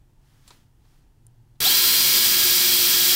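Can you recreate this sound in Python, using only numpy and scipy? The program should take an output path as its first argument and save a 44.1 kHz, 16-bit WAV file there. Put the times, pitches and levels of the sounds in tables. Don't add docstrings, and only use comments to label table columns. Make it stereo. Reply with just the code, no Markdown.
import sys
import numpy as np
from scipy import signal
from scipy.fft import rfft, irfft
from scipy.io import wavfile

SR = 44100
rng = np.random.default_rng(int(sys.argv[2]) if len(sys.argv) > 2 else 0)


def inscribe(sig):
    pcm = np.round(np.clip(np.atleast_2d(sig).T, -1, 1) * 32767)
    wavfile.write(sys.argv[1], SR, pcm.astype(np.int16))


N = 138915
T = np.arange(N) / SR
HZ = np.fft.rfftfreq(N, 1 / SR)

START_S, SPIN_UP_S = 1.602, 0.042
# time in seconds, shaft speed in turns per second.
TARGET_SPEED = [(1.7, 352), (1.8, 348.2), (1.9, 348.5), (2.01, 349.4), (2.15, 353.5), (2.4, 355.2),
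                (3.15, 355.4)]
WAVER, WAVER_HZ = 0.00054, 30.2

# frequency in Hz, left in relative dB, right in relative dB.
CHAIN_COLOUR = [(50, -68, -72), (160, -67, -67), (430, -63.5, -69), (544, -69, -74.5), (1150, -66, -69),
                (2730, -54, -65.5), (3270, -52.5, -53.5), (5920, -49.5, -58), (6300, -59.5, -57.5),
                (7480, -53.5, -57.5), (10700, -60, -60.5), (13720, -50, -62), (14280, -44.5, -60),
                (16180, -54.5, -83)]
# centre in Hz, width in Hz, left lift in dB, right lift in dB.
CASING_RESONANCES = [(1345, 71, 5.5, 5.5), (1638, 56, 9, 6), (1800, 87, 4.5, -9), (2220, 37, 6, 6.5),
                     (2324, 236, 4.5, 1), (3277, 177, 7, 3), (3930, 190, 5, 1.5), (4745, 250, 5, 7),
                     (9610, 630, 4, 4.5), (11500, 470, -1.5, 4.5)]
CHAIN_DB, EASE_DB_PER_S = -13, -0.14
PULL_TREBLE_DB, PULL_BASS_DB = 7.5, 18.5
LINKS_PER_TURN, LINK_DEPTH = 2.357, 0.3
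TICKS_PER_S, TICK_SPREAD_DB = 22000, 1.5
SURGE_DB, SURGE_HZ = 0.35, 25

# multiple of the shaft speed, early left in dB, early right in dB, late left in dB,
# late right in dB, phase lead of the right channel in radians. Levels are nominal, at full speed.
MOTOR_TONES = [(1, -44.5, -47, -39.5, -42, 1.03), (3, -47, -51.5, -59, -65, 0.1),
               (12, -22.5, -31.5, -37, -28.5, 1.63), (14, -25.5, -44, -31, -41, 1.4),
               (18, -48, -52, -41, -48, 1.0)]
SETTLE_FROM_S, SETTLE_TO_S = 1.98, 2.8
TONE_ONSET = 5.0
FLUTTER_DB, FLUTTER_HZ = 2.0, 17
# middle in seconds, half length in seconds,
# multiple of the shaft speed, level in dB before the run-up scales it, width in Hz.
RUN_UP_HOWLS = [(1.674, .03, 13.8, -22, 170), (1.655, 0.07, 2.7, -37.5, 98), (1.71, 0.023, 9.7, -26, 93)]
# pitch in Hz, width in Hz, level in dB at full speed.
LOW_DRONE = (216, 4.2, -50.5)

# start in seconds, level in dB, decay t60 in seconds.
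CHAIN_SNAP = (1.603, -10, 0.031)
# frequency in Hz, level in relative dB.
SNAP_COLOUR = [(60, -7), (600, -13), (1200, -17), (3200, 0), (5500, 1), (7000, -2), (12000, 1), (15500, -2)]
SNAP_ATTACK_S = 0.0029
# pitch in Hz, level in dB, decay t60 in seconds.
BODY_KICK = [(140, -36, 0.11), (413, -39, 0.36)]

# middle in seconds, half length in seconds, level in dB before panning.
GRIP_SLIDES = [(0.276, 0.068, -68), (.39, 0.093, -64.5), (0.518, 0.061, -56), (0.612, 0.066, -67.5),
               (0.928, 0.12, -65.5)]
# frequency in Hz, level in relative dB.
SKIN_COLOUR = [(100, 13.5), (600, -2), (1500, 2), (5500, -0.5), (7000, -3.5), (15000, -8.5)]
# start in seconds, level in dB before panning,
# brightness from 0 to 1, decay t60 in seconds.
TRIGGER_CLICKS = [(0.477, -42.5, 0.47, 0.065), (0.505, -41, 0.07, 0.064), (.852, -59.5, 0, 0.036),
                  (1.266, -37, 1.0, 0.0096), (1.279, -67, .95, .014), (1.555, -65, 0, .06)]
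# frequency in Hz, dull plastic knock in relative dB,
# bright switch tick in relative dB.
KNOCK_AND_TICK = [(200, -8, -25), (550, -5, -33), (940, 3.5, -38), (1700, -8, -28), (3130, -13, -16),
                  (4100, 1, -12), (5400, -15, -7), (6700, -16, -9), (7500, -12, 7), (8560, -23, -7),
                  (9200, -24, 12), (12500, -37, -6), (15500, -27, -12)]
HAND_PAN_DB = 2.5

# frequency in Hz, level in relative dB.
WORKSHOP_COLOUR = [(12, -36), (20, 3), (77, -12.5), (113, -6), (142, -6), (158, -19.5), (328, -23),
                   (558, -33.5), (897, -29.5), (1120, -39), (1400, -38.5), (16000, -46.5)]
FLOOR_DB, FLOOR_PAN_DB = -55.5, 1
# pitch in Hz, width in Hz, level in dB at its peak.
LOW_MURMUR = (115, 16, -53.5)
MURMUR_S, MURMUR_HALF_S = 1.3, 0.17

# frequency in Hz, likeness from -1 to 1.
LIKENESS = [(50, 1), (350, 0.68), (600, 0.3), (1100, 0.76), (1800, 0.56), (2250, -.3), (3250, 0.49),
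            (3700, -.15), (5000, 0.06), (15000, 0)]
ROOM_T60_S, ROOM_DB = 0.36, -12.5
EDGE_HZ = 15800


def amp(db):
    return 10 ** (np.asarray(db) / 20)


def unit(x):
    return x / np.sqrt(np.mean(x ** 2) + 1e-20)


def read(table, axis=1):
    columns = np.transpose(table)
    return np.interp(np.log(HZ + 1), np.log(columns[0]), columns[axis])


def colour(x, db):
    return unit(irfft(rfft(x) * amp(db), N))


def lowpass(x, hz):
    return irfft(rfft(x) / (1 + (HZ / hz) ** 4), N)


def drift(hz):
    return unit(lowpass(rng.standard_normal(N), hz))


def swell(middle, half):
    return np.exp(-((T - middle) / half) ** 2)


def pair(x):
    a, b = rfft(x)
    same = np.clip(read(LIKENESS), -1, 1)
    return irfft(np.array([a, same * a + np.sqrt(1 - same ** 2) * b]), N)


def noise(db):
    return colour(pair(rng.standard_normal((2, N))), db)


def fuzzy(turns, width_hz):
    phase = 2 * np.pi * turns
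    cosine_part = drift(width_hz / 2) * np.cos(phase)
    sine_part = drift(width_hz / 2) * np.sin(phase)
    return unit(cosine_part + sine_part)


def burst(start, db, t60, attack_s=0.0014):
    age = np.maximum(T - start, 0)
    return np.minimum(age / attack_s, 1) * amp(db - 60 * age / t60)


def pan(db):
    return amp([[db], [-db]])


def chain(speed, turns):
    rate = TICKS_PER_S * (1 + LINK_DEPTH * np.cos(2 * np.pi * LINKS_PER_TURN * turns))
    hits = rng.random((2, N)) < rate / SR
    signs = rng.choice([-1, 1], (2, N))
    ticks = hits * signs * amp(TICK_SPREAD_DB * rng.standard_normal((2, N)))

    shape = np.array([read(CHAIN_COLOUR, axis=1), read(CHAIN_COLOUR, axis=2)])
    for hz, width, left_db, right_db in CASING_RESONANCES:
        bump = 0.5 ** ((2 * (HZ - hz) / width) ** 2)
        shape = shape + np.array([[left_db], [right_db]]) * bump
    rattle = colour(pair(ticks), shape)

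    bass = lowpass(rattle, 1500)
    treble = rattle - bass
    pull = 1 - speed
    rattle = bass * amp(PULL_BASS_DB * pull) + treble * amp(PULL_TREBLE_DB * pull)
    level_db = CHAIN_DB + EASE_DB_PER_S * (T - START_S) + SURGE_DB * drift(SURGE_HZ)
    return speed * rattle * amp(level_db)


def motor(speed, turns):
    settled = np.interp(T, [SETTLE_FROM_S, SETTLE_TO_S], [0, 1])
    tones = np.zeros((2, N))
    for multiple, early_left, early_right, late_left, late_right, lead in MOTOR_TONES:
        early = np.array([[early_left], [early_right]])
        late = np.array([[late_left], [late_right]])
        flutter = FLUTTER_DB * np.array([drift(FLUTTER_HZ), drift(FLUTTER_HZ)])
        tone = unit(np.sin(2 * np.pi * multiple * turns + np.array([[0], [lead]])))
        tones += amp(early + (late - early) * settled + flutter) * tone

    howl = np.zeros(N)
    for middle, half, multiple, db, width in RUN_UP_HOWLS:
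        howl += amp(db) * swell(middle, half) * fuzzy(multiple * turns, width)

    hz, width, db = LOW_DRONE
    drone = amp(db) * fuzzy(hz * T, width)
    return (tones + drone) * speed ** TONE_ONSET + howl * speed


def jerk():
    out = noise(read(SNAP_COLOUR)) * burst(*CHAIN_SNAP, attack_s=SNAP_ATTACK_S)
    start = CHAIN_SNAP[0]
    for hz, db, t60 in BODY_KICK:
        out += burst(start, db, t60) * np.sin(2 * np.pi * hz * (T - start))
    return out


def hand():
    slides = sum(amp(db) * swell(middle, half) for middle, half, db in GRIP_SLIDES)
    out = noise(read(SKIN_COLOUR)) * slides
    dull, sharp = read(KNOCK_AND_TICK, axis=1), read(KNOCK_AND_TICK, axis=2)
    for start, db, bright, t60 in TRIGGER_CLICKS:
        out += noise(dull + bright * (sharp - dull)) * burst(start, db, t60)
    return out * pan(HAND_PAN_DB)


def workshop():
    floor = amp(FLOOR_DB) * pan(FLOOR_PAN_DB) * noise(read(WORKSHOP_COLOUR))
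    hz, width, db = LOW_MURMUR
    return floor + amp(db) * swell(MURMUR_S, MURMUR_HALF_S) * fuzzy(hz * T, width)


def room(x):
    t = np.arange(SR // 2) / SR
    taps = rng.standard_normal((2, len(t)))
    taps *= rng.random((2, len(t))) < 0.06
    taps *= (t > 0.002) * amp(-60 * t / ROOM_T60_S)
    taps /= np.linalg.norm(taps, axis=1, keepdims=True)
    return x + amp(ROOM_DB) * signal.fftconvolve(x, taps, axes=1)[:, :N]


def scene():
    speed = 1 - np.exp(-np.maximum(T - START_S, 0) / SPIN_UP_S)
    target = np.interp(T, *np.transpose(TARGET_SPEED))
    turns = np.cumsum(speed * target * (1 + WAVER * drift(WAVER_HZ))) / SR
    return room(chain(speed, turns) + jerk()) + motor(speed, turns) + hand() + workshop()


def record(dry):
    lowpass_taps = signal.firwin(511, EDGE_HZ, window=("kaiser", 8), fs=SR)
    return signal.oaconvolve(dry, lowpass_taps[None], "same")


dry = scene()
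out = record(dry)
inscribe(out)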